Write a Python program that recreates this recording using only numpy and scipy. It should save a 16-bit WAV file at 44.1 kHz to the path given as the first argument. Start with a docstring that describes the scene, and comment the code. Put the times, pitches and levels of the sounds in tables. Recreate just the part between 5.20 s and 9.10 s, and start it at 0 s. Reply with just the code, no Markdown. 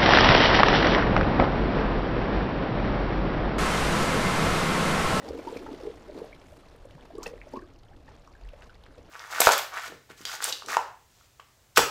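"""Gulps and splashes of small waves lapping at jagged rock.
Air trapped in the hollows rings in short notes, small bubbles and drops ping higher,
and each splash throws a burst of spray that the rough rock scatters back.
Behind them foam hisses and crackles, the open sea hisses faintly,
and a light wind rumbles on the microphone."""
import sys
import numpy as np
from scipy import signal
from scipy.io import wavfile

SR = 44100
rng = np.random.default_rng(int(sys.argv[2]) if len(sys.argv) > 2 else 0)


def digitize_waveform(pressure):
    """Quantize a signal to 16-bit integers and store it at the path in sys.argv[1].

    Rows of a 2-D input are taken as channels; values are limited to [-1, 1].
    """
    field = np.atleast_2d(pressure).T
    bounded = np.clip(field, -1, 1)
    quanta = np.round(bounded * 32767).astype(np.int16)
    wavfile.write(sys.argv[1], SR, quanta)


N = 171990
CUTOFF_HZ = 15650

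# The loudest bubbles and air pockets: peak_s, level_db, pitch_hz, length_cycles
BIG_BUBBLES = [(0.022, -48, 1900, 8.1), (0.042, -41.5, 560, 15), (0.06, -36, 430, 3),
               (0.084, -41, 783, 7.6), (0.108, -29, 336, 1.9), (0.11, -24.5, 436, 2.5),
               (0.134, -33.5, 493, 3.4), (0.153, -35.5, 453, 4.3), (0.19, -38, 326, 2.9),
               (0.191, -47.5, 2230, 5.3), (0.193, -34, 520, 2.4), (0.204, -43.5, 2400, 3.0),
               (0.275, -35.5, 342, 4.1), (0.28, -30.5, 925, 10.2), (0.304, -53, 2250, 7.4),
               (0.329, -28.5, 462, 3.6), (0.365, -31.5, 302, 2), (0.365, -32, 474, 4.8),
               (0.371, -38, 2370, 7.4), (0.42, -34, 381, 9.1), (0.455, -43, 352, 4.5),
               (0.466, -37.5, 880, 7.4), (0.467, -39.5, 1290, 6.2), (0.49, -41, 860, 6.7),
               (0.49, -35.5, 424, 9.5), (0.518, -35, 280, 2.45), (0.54, -32, 392, 4.2),
               (0.61, -41, 506, 6.5), (0.638, -35.5, 390, 6.5), (0.657, -28.5, 410, 3.2),
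               (0.676, -24.5, 419, 5.1), (0.7, -39.5, 483, 7), (0.72, -43, 410, 5.6),
               (0.894, -42, 590, 8.3), (0.896, -39.5, 394, 9.9), (0.974, -33, 417, 4.8),
               (1.0, -45.5, 177, 9.8), (1.004, -38, 950, 3.7), (1.004, -32.5, 484, 0.75),
               (1.02, -30, 442, 3), (1.044, -38, 610, 1.9), (1.13, -41, 2220, 6), (1.327, -44.5, 590, 6.4),
               (1.38, -47, 330, 1.9), (1.55, -42.5, 456, 2.1), (1.655, -39, 530, 3.5),
               (1.76, -43, 160, 2.1), (1.782, -40.5, 950, 2.4), (1.908, -43, 666, 5.6),
               (1.956, -35.5, 405, 4.8), (1.985, -47, 1125, 14), (1.987, -31.5, 404, 3.35),
               (2.003, -40, 1000, 3.6), (2.025, -41.5, 966, 5.6), (2.031, -34.5, 2620, 1.5),
               (2.035, -42, 1290, 4.1), (2.063, -40.5, 900, 3.7), (2.063, -36, 2606, 15),
               (2.064, -43, 1880, 18), (2.068, -33.5, 475, 4), (2.118, -43, 482, 7.9),
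               (2.138, -34.5, 486, 3), (2.216, -36, 2200, 2.4), (2.273, -42, 577, 3.3),
               (2.339, -31.5, 510, 1.9), (2.341, -39.5, 894, 9.3), (2.343, -42, 262, 5.3),
               (2.353, -38, 383, 13), (2.365, -46, 2540, 4.1), (2.362, -37.5, 1040, 11),
               (2.374, -40.5, 1074, 7.4), (2.375, -34, 374, 3.4), (2.377, -37, 238, 3.3),
               (2.392, -43, 1720, 5.3), (2.421, -47, 1590, 5.6), (2.43, -36, 359, 3.1),
               (2.442, -49, 1180, 5.2), (2.716, -48.5, 775, 5.1), (2.883, -45, 1800, 5.9),
               (2.887, -47, 872, 6.7), (3.077, -45.5, 1130, 3.5), (3.154, -49.5, 1650, 7.5),
               (3.215, -52, 690, 5.7), (3.338, -38.5, 550, 4.4), (3.423, -45, 1700, 2.1),
               (3.497, -45, 1460, 4.6), (3.665, -40, 1660, 1.35), (3.785, -46, 497, 8.6)]

def big_bubbles():
    """Trapped air rings in single gulps; churning water roughens each note."""
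    wobble_db = 3 * drift(rate_hz=120)
    return from_db(wobble_db) * ring(BIG_BUBBLES)


# Bursts of spray: time_s, relative_level_db, centre_hz
SPLASHES = [(0.0873, -37.5, 5550), (0.188, -48, 6000), (0.2084, -47, 5630), (0.324, -46, 7100),
            (0.372, -37, 4800), (0.53, -45.5, 4400), (0.612, -46, 5000), (0.635, -44, 4330),
            (0.758, -47.5, 5700), (0.968, -51, 5000), (0.9877, -44, 4300), (1.049, -54, 10000),
            (1.148, -44, 3230), (1.215, -46, 2740), (1.485, -49, 4420), (1.5627, -56, 9900),
            (1.6545, -54, 8550), (1.7094, -43.5, 3400), (1.809, -50, 3320), (1.953, -44.5, 3800),
            (1.982, -47, 8260), (2.0308, -27, 5830), (2.038, -31, 6150), (2.046, -47, 4400),
            (2.0595, -37, 3450), (2.0665, -30, 4670), (2.076, -39, 8100), (2.088, -57, 6600),
            (2.1003, -45, 5000), (2.289, -50, 5960), (2.315, -58, 10000), (2.335, -43.5, 5300),
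            (2.369, -44, 4600), (2.413, -58, 5450), (2.536, -56, 5440), (2.588, -50, 4800),
            (2.634, -50, 3700), (2.649, -60.5, 8000), (2.764, -50.5, 3350), (2.859, -53, 4700),
            (2.8805, -62, 5000), (3.021, -52, 4400), (3.048, -54, 4500), (3.074, -52.5, 5930),
            (3.1194, -60, 6000), (3.2888, -42.5, 3040), (3.406, -55.5, 6500), (3.421, -42.5, 2570),
            (3.445, -57, 5500), (3.4695, -52, 4400), (3.4955, -48.5, 3200), (3.5427, -51, 3770),
            (3.6374, -45.5, 3600)]

def splashes():
    """Each splash is a quick, grainy burst of noise with a wider, softer band of fine spray."""
    rise_s, half_width_octaves = 0.0029, .35
    length = SR // 20
    age = np.arange(length) / SR / rise_s   # 1 at the peak
    shape = (age * np.exp(1 - age)) ** 3
    out = np.zeros(N + SR)
    for time_s, level_db, hz in SPLASHES:
        grains = rng.standard_normal(length)
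        grains *= from_db(2 * rng.standard_normal(length // 20 + 1)).repeat(20)[:length]
        body = rms_one(band(grains, hz * 2 ** -half_width_octaves, hz * 2 ** half_width_octaves))
        spray = from_db(-7.5) * band(grains, hz / 2, hz * 3.04)
        start = int((time_s - .002) * SR)
        out[start:start + length] += from_db(level_db - 11.5) * shape * (body + spray)
    return out[:N]


# How strongly the hollows gurgle: time_s, relative_level_db
GURGLE_LEVELS = [(0, -50), (.04, -43), (.55, -48), (.74, -52), (.87, -56), (1.0, -43.5), (1.12, -58),
                 (1.5, -62), (1.85, -55.5), (2.0, -49), (2.2, -58), (2.36, -61), (2.5, -59), (2.75, -60.5),
                 (3.6, -66), (3.9, -54.5)]

def gurgle():
    """Many smaller air pockets ring, pitched around the note of the hollows."""
    hollow_hz, spread_octaves = 403.4, 0.42
    born, size_db = random_events(per_s=500, spread_db=2.5, clump_db=2)
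    hz = hollow_hz * 2 ** (spread_octaves * np.clip(rng.standard_normal(N)[born], -2, 3))
    cycles = 3.64 * rng.uniform(0.29, 1, N)[born]
    pockets = rms_one(ring(np.c_[born / SR, size_db, hz, cycles]))
    return from_db(over_time(GURGLE_LEVELS) - 2) * pockets


# The flow of foamy water: time_s, relative_level_db
FLOW_LEVELS = [(0, -58), (.3, -58.5), (.6, -57), (.8, -60.5), (1.2, -63.5), (1.6, -65.5), (2.1, -63.5),
               (2.6, -70.5), (3.2, -68.5), (3.9, -67)]
# Brief surges of foam: middle_s, half_length_s, lift_db, extra_treble_db
FOAM_SURGES = [(.07, 0.035, 6, 1), (.31, 0.15, 4, 1.5), (1.0, 0.068, 4, 1), (1.33, 0.07, 0.5, 9),
               (2.07, 0.03, 10, 6), (2.33, 0.049, 6.5, 3), (2.92, 0.067, 7.5, -5), (3.4, 0.12, 3, 0)]
# The tone of the foam: frequency_hz, relative_level_db
FOAM_TONE = [(88, -43), (150, -3.5), (260, -7.5), (528, -2), (999, -8.5), (1860, -15.5), (2430, -17),
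             (4430, -21.5), (6790, -29.5), (13600, -40), (15300, -41)]

def wash():
    """Foam hisses, with drops and crackles riding on the same flow."""
    flow_db = over_time(FLOW_LEVELS)
    surge_db, treble_db = swells(FOAM_SURGES)
    hiss = flickering_noise(FOAM_TONE, shared_db=1.93, own_db=1.77, rate_hz=78, treble_db=treble_db)
    patter = from_db(-2) * drops() + from_db(-11) * crackles()
    buried_db = -0.53 * (flow_db - flow_db.mean())   # more flow buries the patter in the hiss
    return from_db(flow_db + surge_db) * (from_db(7) * hiss + from_db(buried_db) * patter)


# How loud drops are at each pitch: pitch_hz, relative_level_db
DROP_TONE = [(700, -10.5), (1500, -7.5), (3000, -8.5), (6000, -8), (13000, -24)]

def drops():
    """Droplets and fine bubbles ping across four octaves."""
    born, size_db = random_events(per_s=900, spread_db=5.5, clump_db=4.5)
    hz = 700 * 2 ** rng.uniform(0, 4.046, N)[born]
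    cycles = 5.1 * rng.uniform(0.17, 1, N)[born]
    return rms_one(ring(np.c_[born / SR, size_db + level_at(DROP_TONE, hz), hz, cycles]))


def crackles():
    """Spray lands on rock in tiny ticks of noise."""
    tick_s = 0.002
    born, size_db = random_events(per_s=40, spread_db=7, clump_db=-9)
    strikes = np.zeros(N)
    strikes[born] = from_db(size_db)
    bursts = smooth(strikes, keep=np.exp(-1 / (tick_s * SR)))
    noise = flickering_noise(FOAM_TONE[3:], shared_db=9, own_db=-3.5, rate_hz=39)   # foam without bass
    return rms_one(bursts * noise)


def rock_echo(sound):
    """Rough rock scatters the nearby sound into a short, dull tail."""
    fade_s, dull_above_hz = 0.14, 4600
    t = np.arange(SR // 8) / SR
    tail = rng.standard_normal(len(t)) * from_db(-60 * t / fade_s) * (t > .002)
    tail = signal.lfilter([1], [1, -np.exp(-2 * np.pi * dull_above_hz / SR)], tail)
    tail /= np.sqrt(np.sum(tail ** 2))
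    return from_db(-10.5) * signal.fftconvolve(sound, tail)[:N]


# The tone of the wind: frequency_hz, relative_level_db
WIND_TONE = [(8.8, -27), (15, 1.5), (43, -1), (58, -3), (97, -6.5), (200, -20), (260, -66), (440, -120)]
# Thuds of wind: peak_s, level_db, pitch_hz, length_cycles
WIND_THUDS = [(.115, -40, 69.6, 3.3), (1.62, -45.5, 37.5, 1.4), (2.2, -42.5, 41.3, 2.5),
              (3.26, -37, 43.5, 3.1)]

def wind():
    """Air pushes on the microphone, making a lumpy rumble and a few low thuds."""
    rumble = flickering_noise(WIND_TONE, shared_db=1, own_db=2, rate_hz=5.2)
    return from_db(-53.5) * rumble + ring(WIND_THUDS)


def open_sea():
    """Water further out makes a faint, even, high hiss."""
    return from_db(-88) * rms_one(band(rng.standard_normal(N), 5060, CUTOFF_HZ))


def ring(notes):
    """Each bubble or thud is a pure tone that swells, climbs in pitch and dies away."""
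    climb_per_cycle, fade_stretch = 0.0051, 1.31
    out = np.zeros(N + 2 * SR)
    for peak_s, level_db, hz, cycles in notes:
        swell_cycles = 0.49 * cycles
        length = int((2 + 2.5 * fade_stretch) * swell_cycles / hz * SR)
        turns = np.arange(length) * hz / SR - 2 * swell_cycles   # cycles since the peak
        shape = np.exp(-(turns / swell_cycles / np.where(turns > 0, fade_stretch, 1)) ** 2)
        tone = -np.cos(2 * np.pi * (turns + climb_per_cycle * turns ** 2 / 2))   # pressure dips at peak
        start = SR + int((peak_s - 2 * swell_cycles / hz) * SR)
        out[start:start + length] += from_db(level_db) * shape * tone
    return out[SR:SR + N]


def random_events(per_s, spread_db, clump_db):
    """Start samples that come in clumps, and sizes in dB: most small, a few big."""
    born = np.flatnonzero(rng.random(N) < per_s * from_db(clump_db * drift(rate_hz=9)) / SR)
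    return born, spread_db * np.minimum(rng.exponential(1, N), 4)[born]


def flickering_noise(tone, shared_db, own_db, rate_hz, treble_db=0):
    """Noise in bands a third of an octave wide that flicker both together and alone."""
    out, together = 0, drift(rate_hz)
    octaves = np.log2(tone[-1][0] / tone[0][0])
    edges_hz = tone[0][0] * 2 ** np.arange(0, octaves + 1 / 3, 1 / 3)
    white = rng.standard_normal((2, N))
    for k, (low, high) in enumerate(zip(edges_hz, edges_hz[1:])):
        hz = np.sqrt(low * high)
        treble_share = np.clip(np.log2(hz / 4500), 0, 1)
        flicker_db = shared_db * together + own_db * drift(rate_hz)
        gain = from_db(level_at(tone, hz) + flicker_db + treble_share * treble_db)
        out = out + gain * band(white[k % 2], low, high)
    return rms_one(out)


def drift(rate_hz):
    """A random wander of typical size 1; a higher rate wanders faster."""
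    step, warm_up = 40, 2000
    noise = rng.standard_normal(N // step + warm_up + 2)
    slow = smooth(noise, keep=np.exp(-2 * np.pi * rate_hz * step / SR))[warm_up:]
    return np.interp(np.arange(N) / step, np.arange(len(slow)), rms_one(slow - slow.mean()))


def smooth(x, keep):
    """Smear each value into a rise and fall, longer as keep nears 1."""
    return signal.lfilter([1], [1, -2 * keep, keep ** 2], x)


def swells(rows):
    """Add up smooth bumps, giving one curve for each dB column."""
    t = np.arange(N) / SR
    return sum(np.outer(db, np.exp(-((t - middle_s) / half_s) ** 2)) for middle_s, half_s, *db in rows)


def over_time(points):
    """Join the points with straight lines, one level per sample."""
    return np.interp(np.arange(N) / SR, *np.transpose(points))


def level_at(tone, hz):
    """Read a tone table between its rows, with octaves evenly spaced."""
    table_hz, table_db = np.transpose(tone)
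    return np.interp(np.log(hz), np.log(table_hz), table_db)


def band(x, low_hz, high_hz):
    """Keep the sound between two frequencies."""
    sections = signal.butter(2, [low_hz, min(high_hz, .45 * SR)], "band", fs=SR, output="sos")
    return signal.sosfilt(sections, x)


def from_db(db):
    """Turn decibels into a multiplier."""
    return 10 ** (np.asarray(db) / 20)


def rms_one(x):
    """Scale to an average strength (rms) of 1."""
    return x / np.sqrt(np.mean(x ** 2) + 1e-20)


def scene():
    """Nearby water and its echo, then foam, sea and wind, in one channel."""
    near = big_bubbles() + gurgle() + splashes()
    return (near + rock_echo(near) + wash() + open_sea() + wind())[None]


def record(dry):
    """Cut off the very highest treble."""
    return signal.sosfilt(signal.cheby2(24, 70, CUTOFF_HZ, fs=SR, output="sos"), dry)


dry = scene()
out = record(dry)
digitize_waveform(out)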